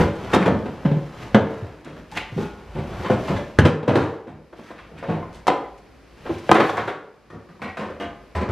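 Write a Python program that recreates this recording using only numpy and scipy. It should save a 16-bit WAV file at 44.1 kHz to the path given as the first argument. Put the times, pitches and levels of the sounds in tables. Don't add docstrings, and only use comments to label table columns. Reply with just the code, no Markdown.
import sys
import numpy as np
from scipy import signal
from scipy.fft import rfft, irfft, next_fast_len
from scipy.io import wavfile
from scipy.ndimage import uniform_filter1d

SR = 44100
rng = np.random.default_rng(int(sys.argv[2]) if len(sys.argv) > 2 else 0)


def master(y):
    cut = np.clip(np.atleast_2d(y).T, -1, 1)
    pcm = np.round(cut * 32767)
    wavfile.write(sys.argv[1], SR, pcm.astype(np.int16))


N = 375291
TIME = np.arange(N) / SR
BLOW_TIME = TIME[:SR // 3]
SHOVE_FADE_DB = 18
# (frequency [Hz], bandwidth [Hz], gain [dB])
CASE_MODES = [(97, 11, -2), (153.3, 7, 5.5), (218, 14, -2), (301, 7.3, -9), (324.6, 31, 5), (457, 210, 4.5),
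              (880, 39, -1.5), (1720, 250, -14)]


def case_bumps():
    # (time [s], level [dB], hardness [dB], panel frequency [Hz], rattle t60 [s])
    hits = [(0.002, -14, 1.5, 162.3, 0.12), (0.332, -11, 5, 425, 0.09), (0.361, -13, 0.5, 296, 0.023),
            (0.401, -18, 0, 188, 0.23), (0.457, -13, 2, 870, 0.062), (0.479, -11, -3, 477, 0.027),
            (0.520, -25.5, -10, 224, 0.17), (0.655, -26.5, -1, 334, 0.12), (1.853, -32.5, 4, 250, 0.39),
            (2.169, -30, 13, 580, 0.051), (2.750, -27.5, -3, 146, 0.26), (2.780, -31, 2.5, 480, 0.13),
            (3.043, -26, 5.5, 1040, 0.14), (3.099, -16, -0.5, 604, 0.15), (3.132, -23, -1, 213, 0.043),
            (3.281, -25.5, 5, 1090, 0.096), (3.298, -21, -2, 332, 0.28), (3.364, -30.5, 10, 131, 0.039),
            (3.650, -0.5, 2.5, 157, 0.13), (3.828, -18, -0.5, 443, 0.057), (3.877, -3.5, -0.5, 455, 0.16),
            (3.954, -4, 1, 352, 0.078), (4.022, -18, 0, 400, 0.16), (4.268, -28.5, -2, 410, 0.31),
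            (4.526, -38, 4.5, 315, 0.079), (4.587, -35, -3.5, 334, 0.093), (4.702, -35.5, 2.5, 347, 0.08),
            (4.785, -53, 18, 690, 0.084), (4.915, -47.5, -10.5, 415, 0.26), (5.026, -30.5, 3.5, 485, 0.12),
            (5.083, -23.5, -5, 156, 0.39), (6.252, -34, 5.5, 394, 0.19), (6.293, -26, -3.5, 325, 0.075),
            (6.546, -7, 6.5, 434, 0.15), (6.598, -5.5, 8, 440, 0.077), (6.691, -16.5, 8.5, 327, 0.032),
            (6.768, -16.5, 8, 793, 0.17), (6.875, -19.5, 9, 524, 0.13)]
    # (ring [dB], thud [dB], body [dB], crack [dB], snap [dB])
    voice = [5, -4.5, -3, -14.5, -32]
    return blows(hits, CASE_MODES, voice, first=1.0, ring_cycles=20.3, lowpass_hz=(644, 2994),
                 t60_ratio=1.13, rise_s=0.0052, room_db=-1.5)


def case_knocks():
    # (time [s], level [dB], hardness [dB], panel frequency [Hz], rattle t60 [s])
    hits = [(0.850, -24, -3.5, 299, 0.074), (0.913, -32, 2, 314, 0.12), (1.345, -8.5, 2, 205, 0.12),
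            (2.378, -27.5, -4.5, 375, 0.064), (3.099, -21.5, 0.5, 550, 0.06), (3.587, -7, 1.5, 96, 0.072),
            (3.878, -11.5, -1, 326, 0.074), (3.955, -9.5, 3.5, 170, 0.027), (6.492, -16, 3.5, 455, 0.016),
            (6.514, -7, 6, 386, 0.044), (6.584, -12.5, 4, 398, 0.023)]
    # (ring [dB], thud [dB], body [dB], crack [dB], snap [dB])
    voice = [16, -0.5, -1, -10.5, -30.5]
    return blows(hits, CASE_MODES, voice, first=0.84, ring_cycles=9.4, lowpass_hz=(517, 2200),
                 t60_ratio=1.7, rise_s=0.00089, room_db=1.5)


def blows(hits, modes, voice, first, ring_cycles, lowpass_hz, t60_ratio, rise_s, room_db):
    # (lower edge [Hz], upper edge [Hz])
    registers = [(80, 250), (250, 1200), (1200, 4000), (4000, 14000)]
    # (ring, thud, body, crack, snap), each [dB per dB of hardness]
    hardness_slopes = [-0.78, -0.92, 0.17, 1.23, 1.03]
    times, level_db, hardness, panel_hz, t60s = np.array(hits).T
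    gains_db = level_db + np.array(voice)[:, None] + np.outer(hardness_slopes, hardness)
    ring_gain, *register_gains = from_db(gains_db)
    rattles = 0
    for k, (edges, gain) in enumerate(zip(registers, register_gains)):
        register_t60s = t60s * t60_ratio ** (1 - k)
        force = contacts(register_t60s, np.full(len(times), rise_s), first)
        for hz in lowpass_hz:
            force = butter(force, hz, "low", order=1)
        band = butter(resonate(force, modes), edges, "band", order=3)
        rattles = rattles + gain[:, None] * burst_one(band)
    sharp_share, sag_s = 0.17, 0.0082
    cycles = panel_hz[:, None] * (BLOW_TIME + sharp_share * sag_s * (1 - np.exp(-BLOW_TIME / sag_s)))
    envelope = (1 - np.exp(-2 * cycles)) ** 2 * from_db(-60 * cycles / ring_cycles)
    panel = ring_gain[:, None] * envelope * np.sin(2 * np.pi * cycles)
    direct = place(times, rattles + panel)
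    return np.array([direct, direct * from_db(room_db)])


def contacts(t60s, rises_s, first, clump_hz=120, clump_db=2.5):
    shape = (len(t60s), len(BLOW_TIME))
    clumps = rms_one(butter(rng.standard_normal(shape), clump_hz, "low"))
    force = rng.standard_normal(shape) * from_db(2 * rng.standard_normal(shape) + clump_db * clumps)
    force *= from_db(-60 * BLOW_TIME / np.maximum(t60s, .005)[:, None])
    force *= 1 - np.exp(-BLOW_TIME / np.maximum(rises_s, .0001)[:, None])
    force[:, 0] += first
    return force


def emptied(case, from_s=4.45, level_db=-2, thin_hz=75):
    # (frequency [Hz], bandwidth [Hz], gain [dB])
    hollow_modes = [(420, 320, -5), (743, 146, 4.5), (1060, 240, 3.5), (1380, 510, -4.5)]
    empty = np.clip((TIME - from_s) * 20, 0, 1)
    hollow = resonate(butter(case * empty, thin_hz, "high"), hollow_modes)
    return case * (1 - empty) + from_db(level_db) * hollow


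def thumps(sag_s=0.0091, attack_s=0.002, shuffle_db=-15, shuffle_hz=(180, 520)):
    # (time [s], level [dB], first frequency [Hz], last frequency [Hz], t60 [s])
    landings = [(0.002, -12.5, 187, 158, 0.15), (0.520, -15, 227, 216, 0.44),
                (0.851, -2.5, 272, 140, 0.079), (0.915, -7, 174, 148, 0.14),
                (0.967, -10.5, 170, 147, 0.087), (1.020, -24, 160, 150, 0.09), (1.346, -1, 257, 207, 0.08),
                (1.624, -15, 150, 87, 0.18), (2.323, -24, 138, 110, 0.16), (2.363, -17.5, 262, 110.3, 0.2),
                (2.786, -20, 130, 92, 0.13), (3.096, -27, 162, 117, 0.15), (3.298, -13, 172, 147, 0.12),
                (3.353, -13, 130, 88, 0.07), (3.920, -3, 119, 94, 0.12), (3.986, -13, 175, 160, 0.28),
                (5.105, -15, 178, 158, 0.26), (5.479, -13.5, 337, 290, 0.17),
                (6.295, -17.5, 377, 316, 0.13)]
    out, t = np.zeros(N), BLOW_TIME
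    for s, db, first_hz, last_hz, t60 in landings:
        hz = last_hz + (first_hz - last_hz) * np.exp(-t / sag_s)
        boom = np.sin(2 * np.pi * np.cumsum(hz) / SR)
        shuffle = rms_one(butter(rng.standard_normal(len(t)), shuffle_hz, "band", order=3))
        envelope = from_db(db - 60 * t / t60) * (1 - np.exp(-t / attack_s))
        add(out, s, envelope * (boom + from_db(shuffle_db) * shuffle))
    return out


def sliding(rub_db=-4, hiss_db=7, swell_share=0.91, scuff_hz=30, scuff_db=1.0):
    # (peak time [s], release [s], rub level [dB], hiss level [dB])
    shoves = [(0.01, 0.067, -10, -39.5), (0.25, 0.26, -28, -52), (0.50, 0.26, -26, -60),
              (1.218, 0.091, -32.5, -50.5), (1.53, 0.38, -27, -52), (1.979, 0.076, -33.5, -57.5),
              (2.172, 0.072, -29, -45), (2.411, 0.15, -31.5, -49.5), (3.02, 0.54, -28, -51),
              (3.28, 0.28, -32, -48), (4.0, 0.18, -21.5, -46), (5.16, 0.39, -33, -66),
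              (6.319, 0.23, -36, -53), (6.66, 0.19, -21.5, -35.5), (6.81, 0.13, -19.5, -47)]
    # (start [s], end [s], rub level [dB], hiss level [dB])
    brushes = [(0.0, 1.404, -38, -60), (4.56, 4.736, -52, -58)]
    # (frequency [Hz], spectral density [dB])
    rub_spectrum = [(40, -7), (90, 1.5), (160, 0), (280, -6.5), (500, -6.5), (800, -10.5), (1500, -16),
                    (3000, -35.5), (6000, -61)]
    hiss_spectrum = [(600, -1), (1500, 4), (2500, 4.5), (4000, -3), (6000, -9), (9000, -19.5), (12500, -20),
                     (15000, -42)]
    power = np.zeros((2, N))
    for s, release, *levels_db in shoves:
        away = np.maximum(TIME - s, (s - TIME) / swell_share) / release
        power += np.outer(from_db(levels_db), from_db(-SHOVE_FADE_DB * np.minimum(away, 10))) ** 2
    for start, end, *levels_db in brushes:
        power += np.outer(from_db(levels_db), (TIME >= start) & (TIME < end)) ** 2
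    rub_gain, hiss_gain = uniform_filter1d(np.sqrt(power), SR // 50) * from_db([[rub_db], [hiss_db]])
    grip = from_db(scuff_db * rms_one(butter(rng.standard_normal(N), scuff_hz, "low")))
    hiss = colour(slips(per_s=4000, spread_db=3.0), hiss_spectrum)
    rub = colour(slips(per_s=900, spread_db=1.5), rub_spectrum)
    return grip * (rub_gain * rub + hiss_gain * hiss)


def slips(per_s, spread_db):
    sizes = from_db(spread_db * np.minimum(rng.exponential(1, N), 4)) * rng.choice([-1, 1], N)
    return sizes * (rng.random(N) < per_s / SR)


def squeaks(jitter=0.046, waver_hz=150, rough_db=2.0, overtone_db=-17, attack_s=0.0019):
    # (time [s], t60 [s], pitch [Hz], level [dB])
    tones = [(2.120, 0.27, 847, -31.5), (0.862, 0.32, 554, -27), (2.376, 0.22, 400.2, -19.5),
             (3.045, 0.24, 1054, -24.5), (3.099, 0.084, 524, -9), (3.28, .08, 1064, -22),
             (3.385, 0.17, 585, -22.5), (5.226, 0.071, 1028, -26)]
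    out, t = np.zeros(N), BLOW_TIME
    for s, t60, hz, db in tones:
        waver, grip = rms_one(butter(rng.standard_normal((2, len(t))), waver_hz, "low"))
        phase = 2 * np.pi * np.cumsum(hz * (1 + jitter * waver)) / SR
        envelope = from_db(db + rough_db * grip - 60 * t / t60) * (1 - np.exp(-t / attack_s))
        add(out, s, envelope * (np.sin(phase) + from_db(overtone_db) * np.sin(2 * phase)))
    return out


def crinkles(band_ratio=1.436, swell_share=0.61):
    # (peak time [s], release [s], level [dB], centre frequency [Hz])
    bends = [(0.344, 0.044, -16.5, 1220), (0.427, 0.029, -24, 1370), (0.472, 0.027, -27, 1210),
             (0.862, 0.03, -35, 1700), (2.177, 0.041, -26.5, 1980), (3.372, 0.056, -42, 2660),
             (3.663, 0.083, -15.5, 1060), (3.888, .08, -32, 950), (3.960, 0.097, -17, 1000),
             (4.030, 0.073, -31, 1000), (4.695, 0.14, -44.5, 1290), (4.795, 0.097, -45.5, 1900),
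             (4.988, 0.044, -43, 1930), (5.105, 0.12, -41, 1990)]
    cracks, out = slips(per_s=1800, spread_db=1.5), np.zeros(N)
    for s, release, db, hz in bends:
        near = np.abs(TIME - s) < 2 * release
        away = np.maximum(TIME[near] - s, (s - TIME[near]) / swell_share) / release
        swarm = rms_one(butter(cracks[near], [hz / band_ratio, hz * band_ratio], "band"))
        out[near] += from_db(db - SHOVE_FADE_DB * away) * swarm
    return out


def creases(low_hz=1100, dull_hz=2200, top_hz=9000, rise_share=0.061):
    # (time [s], level [dB], t60 [s])
    folds = [(0.317, -45, 0.086), (0.335, -32.5, 0.042), (0.348, -28.5, 0.035), (0.458, -43, 0.023),
             (0.478, -48, 0.037), (1.347, -45, 0.022), (1.847, -47, 0.037), (2.116, -45, 0.1),
             (2.173, -36.5, 0.034), (3.589, -28, 0.063), (4.984, -56, 0.071), (5.330, -51, 0.27),
             (5.471, -32.5, 0.052), (5.481, -34, 0.034), (5.779, -58, 0.059), (6.385, -47.5, 0.067),
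             (6.515, -22.5, 0.019), (6.529, -30, 0.024), (6.545, -28, 0.025), (6.603, -33, 0.03),
             (6.698, -31, 0.036), (6.771, -35, 0.034), (6.875, -46.5, 0.027)]
    times, db, t60s = np.array(folds).T
    force = contacts(t60s, rise_share * t60s, first=5.9)
    snaps = burst_one(butter(butter(force, low_hz, "high"), dull_hz, "low", order=1))
    return butter(place(times, from_db(db)[:, None] * snaps), top_hz, "low")


def flap_smack(band_hz=(110, 2600), rise_s=0.0014):
    # (time [s], level [dB], t60 [s], raised to at least 0.005)
    touches = [(5.469, -19, -0.02), (5.479, -8, 0.0331), (5.502, -12.5, -0.07)]
    # (frequency [Hz], bandwidth [Hz], gain [dB])
    modes = [(176, 70, 17), (316, 96, 23), (495, 136, 31.8), (730, 120, 29), (920, 57, 20), (1290, 51, 8.2),
             (1420, 37, 5), (2930, 120, 2.9)]
    times, db, t60s = np.array(touches).T
    force = butter(contacts(t60s, np.full(len(times), rise_s), first=1.8), band_hz, "band")
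    return place(times, from_db(db)[:, None] * burst_one(resonate(force, modes)))


def cans():
    # (time [s], level [dB])
    touches = [(1.346, -24), (3.588, -15)]
    # (frequency [Hz], level [dB], t60 [s])
    modes = [(1475, 5, 0.042), (1520, 1, 0.031), (1640, 8, 0.042), (1730, -19, 0.018), (2140, -9, .04)]
    return ringing(touches, modes, count=1)


def shelf():
    # (time [s], level [dB])
    touches = [(2.172, -67), (2.400, -38.5), (3.100, -52)]
    # (frequency [Hz], level [dB], t60 [s])
    modes = [(840, 2, 1.0), (868, -5, 0.6), (1085, -11, 0.5), (1265, -9, 0.9), (1318, -7, 0.7),
             (1438, -8, 0.6), (2135, -17, .45)]
    return ringing(touches, modes)


def door_blows():
    # (time [s], level [dB], hardness [dB], panel frequency [Hz], rattle t60 [s])
    hits = [(7.302, -38.5, -1, 990, 0.044), (7.329, -37.5, -7.5, 346, 0.073),
            (7.488, -48.5, -0.5, 177, 0.087), (7.596, -52.5, -15, 830, 0.1), (7.617, -32, -0.5, 203, 0.15),
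            (7.771, -32.5, 3.5, 600, 0.042), (7.789, -33.5, -2.5, 195, 0.42), (7.901, -39, -4, 483, 0.047),
            (8.000, -32.5, -1.5, 289, 0.21), (8.350, -26, -3, 84, 0.14), (8.411, -28.5, -3, 222, 0.077),
            (8.487, -27.5, -5.5, 97, 0.13)]
    # (frequency [Hz], bandwidth [Hz], gain [dB])
    modes = [(89.5, 32, 2), (111, 26, -20.5), (212, 17, 5), (364, 20, 4), (520, 92, 2.5), (716, 24, -5),
             (1770, 1160, 8)]
    # (ring [dB], thud [dB], body [dB], crack [dB], snap [dB])
    voice = [8.5, -8, -0.5, -5.5, -19]
    return blows(hits, modes, voice, first=3.0, ring_cycles=15.0, lowpass_hz=(660, 2510),
                 t60_ratio=1.2, rise_s=0.0036, room_db=4.5)


def bottles():
    # (time [s], level [dB])
    touches = [(7.619, -39.5), (7.680, -45), (7.772, -56), (7.797, -59), (7.861, -61), (8.361, -57)]
    # (frequency [Hz], level [dB], t60 [s])
    modes = [(1081, -3, 0.22), (1320, -25, 0.18), (1600, -10, 0.12), (1911, -1, 0.34), (2000, -7, 0.12),
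             (2175, 0, 0.21), (2300, 8.5, 0.048), (2520, -8, 0.15), (2930, -11, 0.1), (3300, -22, 0.067),
             (4100, -5, 0.05), (4390, -14, 0.05)]
    return ringing(touches, modes, count=5, bounce_s=.011, bounce_db=-3.5, detune=.009)


def jars():
    # (time [s], level [dB])
    touches = [(7.800, -52), (7.902, -66), (8.000, -37)]
    # (frequency [Hz], level [dB], t60 [s])
    modes = [(484, 4, 0.19), (615, 3, 0.31), (688.4, 2, 0.27), (1040, -12.5, 1), (1235, -1.5, 0.47),
             (1700, -15, 0.26), (2720, -12, 0.25), (2900, 2.5, 0.1), (3180, -5, 0.1), (4700, -16, 0.044)]
    return ringing(touches, modes, detune=0.011)


def ringing(touches, modes, count=3, bounce_s=.014, bounce_db=-4, detune=0):
    out, t = np.zeros(N), TIME[:SR * 2 // 3]
    hz, db, t60 = np.transpose(modes)
    fades = from_db(db[:, None] - 60 * t / t60[:, None])
    for s, touch_db in touches:
        for k in range(count):
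            strengths = from_db(touch_db + k * bounce_db + rng.normal(0, 2.0, len(hz)))
            pitches = hz * (1 + detune * rng.standard_normal(len(hz)))
            partials = fades * np.sin(2 * np.pi * pitches[:, None] * t)
            add(out, s + k * bounce_s * rng.uniform(0.61, 1.6), strengths @ partials)
    return out


def kitchen(sent, count=6, move_s=.45):
    out = 0
    for k in range(count):
        away = np.abs((TIME / move_s - k + count / 2) % count - count / 2)
        crossfade = np.cos(np.pi / 2 * np.minimum(away, 1))
        out = out + signal.oaconvolve(sent * crossfade, room_response())[:N]
    return out


def room_response(build_s=0.00085):
    # (frequency [Hz], t60 [s], raised to at least 0.1)
    decay_times = [(60, 0.14), (200, 0.43), (500, 0.5969), (1500, .5), (4000, 0.4), (8000, 0.38),
                   (15000, -0.06)]
    t, out = TIME[:SR * 3 // 4], 0
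    edges = np.geomspace(45, 18000, 19)
    for low, high in zip(edges, edges[1:]):
        t60 = max(at_hz(decay_times, np.sqrt(low * high)), .1)
        envelope = from_db(-60 * t / t60) * (1 - np.exp(-(t / build_s) ** 2))
        band = butter(rng.standard_normal(len(t)) * envelope, [low, high], "band")
        out = out + band * np.sqrt((high - low) / (SR / 2) / np.sum(band ** 2))
    return out * np.sin(np.pi / 2 * np.minimum(10 * (t[-1] - t), 1)) ** 2


def compressor():
    # (time [s], level [dB])
    levels = [(0, -49), (2, -44.5), (4.6, -48.5), (5.7, -54.5), (7.3, -55.5), (8.5, -53)]
    # (frequency [Hz], spectral density [dB])
    spectrum = [(20, 11), (38, 25), (51, 45.5), (66, 40.5), (120, -18.5)]
    return from_db(np.interp(TIME, *np.transpose(levels))) * colour(rng.standard_normal(N), spectrum)


def room_air(level_db=-51.5):
    # (frequency [Hz], spectral density [dB])
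    spectrum = [(30, -37), (100, -0.5), (220, 0), (420, -1), (800, -9), (1600, -12.5), (2400, -14),
                (3400, -21.5), (4800, -22), (8000, -35), (12500, -36), (15000, -80)]
    # (frequency [Hz], side gain [dB])
    width = [(60, -28), (250, -6), (700, -8), (1500, -12), (2800, -13), (4500, -7.5), (7500, 0), (14000, 3)]
    mid, side = [from_db(level_db) * colour(white, spectrum) for white in rng.standard_normal((2, N))]
    return stereo(mid, side, width)


def stereo(mid, side, width):
    side = equalise(side, width, next_fast_len(N + SR // 10))
    return np.array([mid + side, mid - side])


def fast_control(x, limit_db=-9, release_db_per_s=9, attack_s=0.028):
    power = uniform_filter1d(x.mean(axis=0) ** 2, SR // 250)
    cut_db = held_excess(power, limit_db, release_db_per_s)
    return x * from_db(-smooth(cut_db, attack_s))


def slow_control(x, limit_db=-20, sense_s=0.14, bass_hz=72, upper_share=0.074):
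    power = smooth(x.mean(axis=0) ** 2, sense_s)
    cut_db = held_excess(power, limit_db, release_db_per_s=9.5, slope=2.06)
    bass = signal.sosfiltfilt(signal.butter(5, bass_hz, "low", fs=SR, output="sos"), x)
    return (x - bass) * from_db(-upper_share * cut_db) + bass * from_db(-cut_db)


def held_excess(power, limit_db, release_db_per_s, slope=1):
    excess_db = np.maximum(10 * np.log10(power + 1e-12) - limit_db, 0)
    creep = release_db_per_s * TIME
    return np.maximum.accumulate(slope * excess_db + creep) - creep


def smooth(x, tau_s):
    pole = np.exp(-1 / (tau_s * SR))
    return signal.lfilter([1 - pole], [1, -pole], x)


def resonate(force, modes):
    out = force.copy()
    for hz, width, db in modes:
        r = np.exp(-np.pi * width / SR)
        feedback = [1, -2 * r * np.cos(2 * np.pi * hz / SR), r * r]
        out += from_db(db) * signal.lfilter(np.array([1, 0, -1]) * (1 - r * r) / 2, feedback, force)
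    return out


def butter(x, hz, kind, order=2):
    return signal.sosfilt(signal.butter(order, hz, kind, fs=SR, output="sos"), x + 1e-18)


def equalise(x, curve, size):
    gain = from_db(at_hz(curve, np.fft.rfftfreq(size, 1 / SR)))
    return irfft(rfft(x, size) * gain, size)[:N]


def colour(x, spectrum):
    return rms_one(equalise(x, spectrum, next_fast_len(N)))


def at_hz(points, hz):
    points = np.array(points)
    return np.interp(np.log(np.maximum(hz, 1)), np.log(points[:, 0]), points[:, 1])


def from_db(db):
    return 10 ** (np.asarray(db) / 20)


def rms_one(x):
    return x / np.sqrt(np.mean(x ** 2) + 1e-20)


def burst_one(x):
    return x / np.sqrt(uniform_filter1d(x ** 2, SR // 100, axis=-1).max(axis=-1, keepdims=True) + 1e-20)


def add(track, s, sound):
    start = max(0, round(s * SR))
    track[start:start + len(sound)] += sound[:max(0, N - start)]


def place(times, sounds):
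    track = np.zeros(N)
    for s, sound in zip(times, sounds):
        add(track, s, sound)
    return track


def scene():
    # (frequency [Hz], side gain [dB])
    width = [(25, -31), (60, -43), (130, -22.5), (250, -11.5), (700, -12.5), (1500, -14.5), (2800, -15),
             (4500, -5.5), (7500, 4), (14000, 6.5)]
    case = emptied(case_bumps() + case_knocks())
    door = door_blows()
    booms = thumps() * from_db([[0], [-10]])
    rings = bottles() + shelf() + jars()
    card = sliding() + crinkles() + squeaks() + flap_smack()
    snaps = creases() * from_db([[2], [-9]])
    direct, sent = case + door + booms + snaps + (card + rings + cans()) * from_db([[-1], [-3]])
    lateral = from_db(-5.5) * signal.oaconvolve(sent, room_response())[:N]
    near_reflection = from_db(-6.5) * np.interp(TIME - .002, TIME, direct, left=0)
    return stereo(direct + kitchen(sent), lateral + near_reflection, width) + compressor() + room_air()


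def record(dry, left_lead_db=.3, cutoff_hz=15800):
    x = slow_control(fast_control(dry)) * from_db(np.array([[1], [-1]]) * left_lead_db / 2)
    x = x / (1 + x ** 6) ** (1 / 6)
    return signal.sosfilt(signal.cheby2(14, 70, cutoff_hz, fs=SR, output="sos"), x)


dry = scene()
out = record(dry)
master(out)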